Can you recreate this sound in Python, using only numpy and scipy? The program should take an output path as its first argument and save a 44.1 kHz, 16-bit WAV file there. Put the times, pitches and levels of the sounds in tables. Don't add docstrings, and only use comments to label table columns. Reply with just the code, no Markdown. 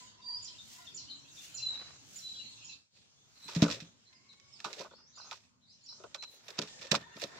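import sys
import numpy as np
from scipy import signal
from scipy.fft import rfft, irfft
from scipy.io import wavfile
from scipy.ndimage import uniform_filter1d

SR = 44100
rng = np.random.default_rng(int(sys.argv[2]) if len(sys.argv) > 2 else 0)


def to_wav(s):
    ch = np.atleast_2d(s).T
    pcm = np.round(np.clip(ch, -1, 1) * 32767)
    wavfile.write(sys.argv[1], SR, pcm.astype(np.int16))


N = 325899


def undb(db):
    return 10 ** (np.asarray(db) / 20)


def unit(x):
    return x / np.sqrt(np.mean(x ** 2))


def pan(db):
    return undb(np.array([[db], [-db]]) / 2)


def curve(rows):
    times, *columns = np.transpose(rows)
    t = np.arange(N) / SR
    gate = np.clip(np.minimum(t - times[0], times[-1] - t) / 0.015 + 1, 0, 1)
    return [np.interp(t, times, column) for column in columns] + [gate]


def stroke(peak_s, rise_s, fall_s):
    late = np.arange(N) / SR - peak_s
    return undb(-30 * np.maximum(-late / rise_s, late / fall_s) ** 1.154)


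def colour(x, shape):
    hz, db = np.transpose(shape)
    f = np.maximum(np.fft.rfftfreq(4096, 1 / SR), 1)
    cepstrum = irfft(np.interp(np.log(f), np.log(hz), db) * np.log(10) / 20)
    cepstrum[1:2048] *= 2
    cepstrum[2049:] = 0
    impulse = irfft(np.exp(rfft(cepstrum)))[:2048]
    impulse /= np.sqrt(np.sum(impulse ** 2))
    return signal.fftconvolve(np.atleast_2d(x), impulse[None], axes=1)[:, :N]


def band(x, lo_hz, hi_hz):
    return signal.sosfilt(signal.butter(2, [lo_hz, hi_hz], "bandpass", fs=SR, output="sos"), x)


def ring(x, hz, t60):
    r, w = np.exp(-np.log(1000) / (t60 * SR)), 2 * np.pi * hz / SR
    return signal.lfilter([0, r * np.sin(w)], [1, -2 * r * np.cos(w), r * r], x)


def walk(rate_hz):
    hold = int(SR / rate_hz)
    steps = np.repeat(rng.standard_normal(N // hold + 1), hold)
    return 1.2 * uniform_filter1d(steps, hold)[:N]


def stereo_noise(width):
    mid, side = rng.standard_normal((2, N))
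    return (mid + width * side * np.array([[1], [-1]])) / np.sqrt(1 + width ** 2)


def grit(per_s, spread_db, width):
    slips = (rng.random(N) < per_s / SR) * undb(spread_db * rng.exponential(size=N))
    envelope = signal.lfilter([1], [1, -np.exp(-1 / (0.0021 * SR))], slips)
    return unit(stereo_noise(width) * (envelope + 0.29 * np.mean(envelope)))


# f/Hz, level/dB
RUMBLE_EQ = [(15, -49.5), (25, -15), (43, -16.5), (114, 0), (184, -4.5), (249, -3.5), (317, -12),
             (400, -13.5), (520, -49.5), (880, -120)]
# f/Hz, level/dB
NOISE_EQ = [(15, -37), (25, -7), (242, 1), (335, -10), (545, -12), (2000, -14), (2480, -16), (4490, -11.5),
            (7110, -12.5), (8360, -21), (9570, -38.5), (11900, -42), (16000, -35.5)]
# t/s, bass/dB, mids/dB, treble/dB
NOISE_FADERS = [(0, -68.5, -67.5, -54), (.18, -72.5, -74, -72.5), (.48, -69, -71.5, -57.5),
                (.8, -71, -73, -69.5), (1.05, -68, -72.5, -64.5), (1.3, -71, -72.5, -68),
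                (1.68, -66.5, -70, -60), (2.05, -72, -75.5, -65.5), (2.36, -68, -72, -57.5),
                (2.7, -70.5, -73, -63), (2.98, -81, -84.5, -72), (3.3, -81.5, -83.5, -77),
                (3.62, -67.5, -76, -58), (3.95, -78.5, -81.5, -76), (4.45, -81, -80.5, -75),
                (4.75, -75, -74.5, -65), (5.05, -79.5, -80, -88), (5.3, -76.5, -79, -70),
                (5.6, -83.5, -85.5, -85), (5.95, -79.5, -84, -72.5), (6.1, -75, -78, -72.5),
                (6.42, -83, -78, -72.5), (6.73, -74.5, -69, -63), (7.1, -80.5, -69.5, -74.5),
                (7.39, -68.5, -62.5, -65)]


def background_noise():
    ranges = [(23.7, 340, RUMBLE_EQ), (333.3, 2370, NOISE_EQ), (2265, 14900, NOISE_EQ)]
    out = 0
    for (lo_hz, hi_hz, eq), db in zip(ranges, curve(NOISE_FADERS)[:3]):
        layer = 0
        edges = np.geomspace(lo_hz, hi_hz, num=11)
        for lower, upper in zip(edges, edges[1:]):
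            flicker = undb(3.08 * walk(12))
            noise = stereo_noise(width=min(lower / 2500, .9) + 0.67)
            layer = layer + flicker * band(noise, lower, upper)
        out = out + undb(db) * unit(colour(layer, eq))
    return out


def chip(db, hz, length_s, pan_db, fall):
    progress = np.linspace(0, 1, num=int((length_s + 0.0065) * SR))
    jitter = np.interp(progress * length_s * 900, np.arange(64), rng.standard_normal(64))
    phase = 2 * np.pi * np.cumsum(hz * (1 + fall * (.5 - progress) + .032 * jitter)) / SR
    throb = 1 + 0.11 * np.sin(phase * 0.044)
    return undb(db) * np.sin(np.pi * progress) * throb * np.sin(phase) * pan(pan_db)


def glides(rows, flutter, throb_db, swell_db, fade_db):
    out = 0
    for start, peak, end, from_hz, to_hz, db, *overtone in rows:
        level, gate = curve([(start, db - swell_db), (peak, db), (end, db - fade_db)])
        hz = curve([(start, from_hz), (end, to_hz)])[0]
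        tone = np.sin(2 * np.pi * np.cumsum(hz * (1 + flutter * walk(120))) / SR)
        octave = sum(overtone) * (2 * tone ** 2 - 1)
        out = out + gate * undb(level + throb_db * walk(50)) * (tone + octave)
    return out


# t/s, level/dB
FLOCK_FADER = [(0, -51.5), (.2, -71.5), (.5, -61), (1.1, -59), (1.4, -57.5), (1.7, -55), (2.1, -73),
               (2.7, -52), (2.85, -99.5), (3.4, -84), (4.2, -77.5), (4.6, -74), (5.0, -80), (5.3, -74),
               (5.6, -91.5), (5.95, -71.5), (6.4, -80), (7.39, -64.5)]


def flock(count):
    out, level = np.zeros((2, N)), curve(FLOCK_FADER)[0]
    for when, pitch, distance, length, side, slur in rng.random((count, 6)):
        i = int(when * (N - 3000))
        note = chip(db=level[i] - 8 * distance, hz=2500 * 3 ** pitch, length_s=.004 + 0.014 * length,
                    pan_db=8 * side - 6, fall=.5 * slur - .2)
        out[:, i:i + note.shape[1]] += note
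    return out


def yard_echo(x, t60=0.32):
    age = np.arange(int(.6 * SR)) / SR
    tail = rng.standard_normal((2, len(age))) * np.exp(-np.log(1000) * age / t60) * (age > .004)
    tail /= np.sqrt(np.sum(tail ** 2, axis=1, keepdims=True))
    return signal.fftconvolve(x, tail, axes=1)[:, :N]


# start/s, peak/s, end/s, from/Hz, to/Hz, level/dB, octave overtone/ratio
FAINT_TONES = [(0, .01, 0.12, 1018, 988, -57.5, 0.23), (.14, .33, 0.38, 984, 990, -58, 0.2),
               (.4, .48, 0.58, 974, 985, -71.5, 0.64), (.68, .76, 1.02, 979, 999, -67, 0.95),
               (.73, .8, 1.03, 705, 685, -71.5, 1.3), (3.14, 3.2, 3.3, 3444, 3397, -72, 0.042),
               (3.35, 3.44, 3.52, 4080, 3980, -59.5, 0.2), (4.08, 4.4, 4.56, 1074, 1131, -76.5, 1.5),
               (6.16, 6.19, 6.33, 3998, 3950, -54.5, 0.014), (6.6, 6.9, 7.5, 1790, 1793, -62.5, 0.48),
               (7.02, 7.064, 7.07, 963, 937, -58, 0.26)]
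# start/s, peak/s, end/s, from/Hz, to/Hz, level/dB
TRILLS = [(4.88, 4.97, 5.2, 3800, 7060, -64.5), (5.12, 5.16, 5.3, 4380, 6510, -56),
          (5.6, 5.7, 5.86, 3770, 6890, -66.5), (5.8, 5.84, 5.98, 4255, 6380, -57.5)]
# start/s, peak/s, end/s, from/Hz, to/Hz, level/dB
WHISTLES = [(.225, .28, 0.42, 4723, 4568, -40.5), (.29, .35, 0.42, 4730, 5000, -45),
            (1.55, 1.67, 1.76, 4184, 3830, -35.5), (1.68, 1.73, 1.904, 4000, 3996, -46.5),
            (2.2, 2.278, 2.36, 4080, 3890, -43), (2.33, 2.38, 2.53, 3970, 3957, -46),
            (2.3, 2.45, 2.66, 4260, 4280, -55.5)]
# t/s, level/dB, f/Hz, length/s, pan/dB
CHIPS = [(0.216, -58, 3690, 0.015, 1), (0.477, -56.5, 3110, 0.0076, 1), (0.581, -49, 3700, 0.019, 3),
         (0.867, -46.5, 3580, 0.0087, 5), (1.08, -54.5, 3090, 0.015, 2), (1.092, -43.5, 4110, 0.034, 3),
         (1.366, -50, 3580, 0.026, 5), (1.583, -53.5, 2750, 0.028, -2.5), (2.334, -56, 3330, 0.043, 8),
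         (2.388, -53, 2785, 0.02, -3), (2.721, -52.5, 3650, 0.0037, 4), (4.051, -67, 4150, 0.043, -3),
         (4.133, -68.5, 4970, 0.044, -4.5), (4.286, -58, 3950, 0.022, 1.5),
         (4.521, -58.5, 5300, 0.027, -7.5), (4.552, -60, 4660, 0.013, -6),
         (5.188, -66.5, 2635, 0.0053, -11.5), (5.705, -65, 4100, 0.016, 3)]
# t/s, note 1/dB, note 2/dB, note 3/dB, slide/dB, pan/dB
PHRASE_CUES = [(0.424, -44.5, -50, -50.5, -43, -7), (.944, -42, -46.5, -51.5, -43, -5),
               (1.543, -41.5, -47, -49, -42.5, -7), (2.157, -44.5, -50, -59.5, -50, -7),
               (2.643, -47.5, -53.5, -47.5, -62, -5), (5.154, -59.5, -56, -53.5, -69, -4),
               (5.835, -63.5, -55.5, -52.5, -74, -5.5)]
# delay/s, f/Hz, length/s, pitch fall/ratio
PHRASE_NOTES = [(0, 6960, 0.0081, 0.026), (0.024, 5650, 0.011, .1), (0.048, 4130, .011, .05)]
# start/s, peak/s, end/s, from/Hz, to/Hz
PHRASE_SLIDE = (.012, 0.036, .062, 6850, 3200)


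def birds_and_knock():
    notes, slides = [(*row, .06) for row in CHIPS], []
    for t, *note_dbs, slide_db, pan_db in PHRASE_CUES:
        for db, (delay, hz, length, fall) in zip(note_dbs, PHRASE_NOTES):
            notes.append((t + delay, db, hz, length, pan_db, fall))
        slide_times = t + np.array(PHRASE_SLIDE[:3])
        slides.append((*slide_times, *PHRASE_SLIDE[3:], slide_db))
    near = np.zeros((2, N))
    near += glides(WHISTLES, flutter=0.00692, throb_db=2.36, swell_db=18.2, fade_db=17.5)
    for t, *settings in notes:
        i, note = int(t * SR), chip(*settings)
        near[:, i:i + note.shape[1]] += note
    far = flock(count=1100)
    far += glides(FAINT_TONES, flutter=0.024, throb_db=4.5, swell_db=15, fade_db=14)
    far += glides(TRILLS + slides, flutter=0.075, throb_db=4.7, swell_db=16.6, fade_db=17.5)
    return undb(-2.5) * near + undb(-13.5) * far + yard_echo(near + far)


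# peak/s, level/dB
SWISHES = [(.74, -53), (1.44, -52), (2.17, -53)]
# f/Hz, level/dB
SWISH_EQ = [(900, -29.5), (1800, -17.5), (3500, -12.5), (7000, -8.5), (8300, -15), (9400, -21),
            (14800, -22.5), (15800, -25)]


def swishes():
    envelope = sum(undb(db) * stroke(t, rise_s=0.23, fall_s=0.288) for t, db in SWISHES)
    return envelope * colour(grit(4000, 1.5, width=0.88), SWISH_EQ)


# f/Hz, nominal bandwidth/Hz, level/dB
KNOCK_MODES = [(375, 110, 3.5), (560, 57, 0.), (666, 55, -6)], [(940, 160, -2), (1115, 143, -0.5),
               (1234, 180, 0.5), (1500, 88, -6.5)]


def wood_knock(low_drive, high_drive):
    out = 0
    for drive, modes in zip((low_drive, high_drive), KNOCK_MODES):
        for k, (hz, width_hz, db) in enumerate(modes):
            gain = (-1) ** k * undb(db) * np.sqrt(width_hz)
            out = out + gain * ring(drive, hz, t60=1.96 / width_hz)
    return band(band(out, 380, 2100), 380, 2100) / 90


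# f/Hz, level/dB, T60/s
BOARD_MODES = [(114.6, -29, 0.24), (168.2, -4.5, 0.17), (217.6, 14, 0.076), (287.4, 11, .14),
               (427.7, 5.5, 0.18), (495, 4.5, .08)]
# t/s, level/dB, contact/ms, upper-mode trim/dB
LANDINGS = [(3.456, -52.5, 3.0, -12.5), (3.562, -12.5, 2.7, -31), (3.622, -11.5, 3.1, -10.5),
            (3.698, -40, 3.7, -5), (3.819, -35, 3.7, -20), (4.656, -49, 2.1, -10), (4.8, -49, 2.45, -11),
            (6.588, -35, 1.74, -10.5), (6.621, -38, 1.8, -12.5), (6.794, -52, 4.1, -12),
            (6.915, -18, 5.8, -10.5), (6.95, -31.5, 2.3, -14.5), (7.01, -48.5, 3.1, -13),
            (7.158, -51.5, 2.3, -8), (7.24, -47, 3.9, -5)]


def paw_thumps():
    out, spots_db = 0, rng.standard_normal((len(LANDINGS), len(BOARD_MODES)))
    for k, (hz, mode_db, t60) in enumerate(BOARD_MODES):
        force = np.zeros(N)
        for (t, db, contact_ms, upper_db), spot_db in zip(LANDINGS, spots_db[:, k]):
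            push = np.hanning(int(contact_ms * SR / 1000))
            gain = undb(db + mode_db + upper_db * (k > 1) + spot_db)
            i = int((t + 0.00089) * SR)
            force[i:i + len(push)] += gain * push / push.sum()
        out = out + ring(force, hz, t60)
    out = signal.sosfilt(signal.butter(3, 132, "highpass", fs=SR, output="sos"), out)
    return -undb(-2.5) * out * pan(.3)


def board_shudder(level_db=-32, t60=.45):
    t = np.arange(N) / SR
    envelope = sum(undb(db + level_db - 60 * np.abs(t - onset) / t60) * (t > onset)
                   for onset, db, *_ in LANDINGS)
    rumble = unit(colour(stereo_noise(width=.15), RUMBLE_EQ))
    return rumble * uniform_filter1d(envelope, size=200)


# f/Hz, level/dB
CLAW_EQ = [(880, -27.5), (1500, -12.5), (1720, -6), (2190, -7.5), (2540, -0.5), (3030, -7.5), (3660, -0.5),
           (4780, -4.5), (5330, -4), (5830, -3), (6240, -10), (7320, -11), (9650, -33.5), (14800, -34.5),
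           (16000, -40)]
# peak/s, rise/s, fall/s, rasp/dB, rub/dB, low knock/dB, high knock/dB, sizzle/dB
SCRATCHES = [(1.82, 0.39, .35, -75, -56, -85, -85, -105), (2.96, 0.063, 0.26, -69, -87, -81, -77.5, -102),
             (3.49, 0.27, 0.44, -58.5, -64.5, -74, -63, -69), (3.62, 0.14, 0.28, -50, -44.5, -49, -65, -80),
             (3.72, .15, 0.14, -50, -62, -53, -70, -74), (4.69, 0.15, 0.39, -57, -60, -77, -66, -78),
             (4.81, 0.14, 0.1, -48.5, -58, -57, -62, -73), (5.001, .1, 0.072, -77, -86, -74, -65, -110),
             (5.2, 0.11, 0.18, -83, -85, -75, -71, -101), (5.324, .2, 0.19, -61, -82.5, -78.5, -78.5, -82),
             (5.93, 0.074, 0.47, -86, -79, -69.5, -62.5, -110), (6.06, .2, 0.12, -71, -80, -79, -73, -95),
             (6.17, 0.059, 0.21, -68, -84, -67, -77, -91),
             (6.338, 0.12, 0.1, -62, -74.5, -66.5, -87, -67.5), (6.49, .1, 0.13, -57, -62.5, -76, -72, -69),
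             (6.604, 0.26, 0.22, -57.5, -56, -66, -62.5, -89),
             (6.82, 0.065, 0.13, -53.5, -74, -73, -77, -90), (6.93, .03, 0.18, -49.5, -46, -73, -57, -72),
             (7.222, 0.1, 0.11, -47, -76, -80, -75, -62.5), (7.36, 0.18, 0.28, -62.5, -58.5, -62, -58, -99)]


def scratches():
    power = sum((stroke(t, rise, fall) * undb(levels)[:, None]) ** 2
                for t, rise, fall, *levels in SCRATCHES)
    rasp_env, rub_env, low_env, high_env, sizzle_env = np.sqrt(power)
    patchy = undb(2.5 * walk(60))
    slips = patchy * grit(540, 2.9, width=0.61)
    rasp = colour(patchy * rasp_env * grit(1200, 1.8, width=0.75), CLAW_EQ) * pan(-5.0)
    knock = wood_knock(low_env * slips * pan(2.5), high_env * slips * pan(-1.5))
    rub = patchy * rub_env * unit(band(grit(1000, 1.8, width=0.84), 340, 2400))
    sizzle = sizzle_env * unit(band(grit(2500, 1.5, width=.8), 7500, 15500)) * pan(-1.0)
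    return rasp + knock + rub + sizzle


# t/s, level/dB, low knock send/dB, high knock send/dB, tail T60/s, pan/dB
SNAPS = [(3.481, -32.5, -19, -14, 0.37, -2.5), (3.5504, -27, -10, -16.5, 0.051, -8),
         (3.559, -31.5, -12, -30, 0.092, -8), (3.6205, -12.5, -4.5, -9.5, 0.049, -5),
         (3.635, -19.5, -29, -13, 0.05, -5), (3.661, -32.5, -1, -7, 0.081, -1.5),
         (3.679, -35.5, -1.5, -2, 0.11, 6), (3.7014, -26, -35, -23, 0.047, -11),
         (3.712, -19, -35, -36, 0.046, -2), (3.723, -25.5, -23, -32, 0.088, 0),
         (3.738, -34.5, -15.5, -43, 0.22, -1), (3.803, -33.5, -36, -55.5, 0.11, -4.5),
         (4.1284, -47, -25, -26.5, 0.057, -2), (4.3291, -47, -29.5, -17.5, 0.068, -4),
         (4.3996, -47.5, -26, -31.5, 0.028, -12), (4.5927, -47.5, -39, -13, 0.052, 1),
         (4.6028, -34, -46, -18, 0.037, -4.5), (4.644, -26, -21, -5, 0.087, -5.5),
         (4.6584, -44, 0, -3, 0.18, -1), (4.7298, -27.5, -30, -24, 0.042, -4),
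         (4.766, -47.5, 2.5, -21, 0.086, -8), (4.794, -36.5, 3.5, -13, 0.059, -9),
         (4.8085, -34, -6.5, -7.5, 0.062, -10), (4.845, -47, 3, 8, 0.065, 0),
         (4.908, -53.5, -2, 2, 0.05, -6), (4.933, -53, 12, 11, 0.02, -0.5),
         (5.1712, -52.5, -29, 6, 0.15, -1), (5.196, -53, -27, 8.5, 0.034, -1),
         (5.2424, -60, -23, 7, 0.3, 3), (5.3121, -27.5, -36, -9, 0.053, -2),
         (5.3279, -36, -23, -25.5, 0.13, -2.5), (5.9984, -55.5, 8, 1, 0.085, 2.5),
         (6.038, -43.5, 5.5, 4.5, 0.056, -6), (6.1449, -26.5, -20.5, -12.5, 0.06, -4.0),
         (6.2248, -30.5, -19, -9, 0.047, 3.5), (6.2373, -31.5, -39.5, -26.5, 0.036, -10),
         (6.4822, -30, -20.5, -21, 0.045, -5.5), (6.5042, -32, -8, -24, 0.034, -3.5),
         (6.5822, -31, -4.5, -9, 0.12, 3), (6.5896, -18, -16.5, -33, 0.021, -12),
         (6.6169, -24, -41, -23, 0.095, -5), (6.675, -36, -38, -26, 0.086, -3),
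         (6.8135, -33, -15, -18.5, 0.19, -4), (6.8476, -37, -5, -33, 0.03, -4.5),
         (6.8694, -41, -24, -25, 0.039, -13), (6.8774, -59, -12, -16, 0.055, -3.5),
         (6.9122, -21.5, -8, -15, 0.067, -9), (6.9154, -8.5, -20, -23, 0.044, -6),
         (6.9383, -30, -24, 7.5, 0.046, -10), (6.942, -21, -24, 0.5, 0.039, -2),
         (6.951, -12.5, -16, -30, 0.047, -5.5), (7.1676, -36.5, -9, -10, 0.035, -3),
         (7.198, -38, -31, -46, 0.11, -6.5), (7.2181, -24.5, -6, -27, 0.057, -8.0),
         (7.2388, -20.5, -10.5, -17.5, 0.027, -10.5), (7.288, -46, -26, -19, 0.041, 0)]


def snaps():
    t = np.arange(N) / SR
    crack_env, tail_env, low_env, high_env = np.zeros((4, 2, N))
    for onset, db, low_db, high_db, t60, pan_db in SNAPS:
        span = slice(int(onset * SR), int((onset + .3) * SR))
        age = t[span] - t[span][0]
        attack = 1 - np.exp(-age / 0.0014)
        fade = attack * np.exp(-np.log(1000) * age / t60)
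        crack_env[:, span] += undb(db) * np.exp(-age / 0.00079) * pan(pan_db)
        tail_env[:, span] += undb(db) * fade * pan(pan_db)
        low_env[:, span] += undb(db + low_db) * fade ** 0.74 * pan(0.33 * pan_db + 6.5)
        high_env[:, span] += undb(db + high_db) * fade ** 0.75 * pan(0.26 * pan_db - 2.5)
    slips = grit(900, 2.0, width=0.35)
    crack = undb(-6) * crack_env * stereo_noise(width=.6)
    tail = undb(-10) * tail_env * grit(1500, 1.3, width=0.84)
    knock = undb(-1) * wood_knock(low_env * slips, high_env * slips)
    return colour(crack + tail, CLAW_EQ) + knock


# t/s, level/dB
AMBIENCE_FADER = [(2.74, 3.5), (2.82, -3.5), (2.9, -10.5), (2.97, 6.5)]


def scene():
    kitten = snaps() + scratches() + paw_thumps() + board_shudder()
    ambience = (birds_and_knock() + background_noise()) * undb(curve(AMBIENCE_FADER)[0])
    return kitten + ambience + swishes()


def record(dry, top_hz=15650):
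    return signal.sosfilt(signal.ellip(8, .2, 70, top_hz, fs=SR, output="sos"), dry)


dry = scene()
out = record(dry)
to_wav(out)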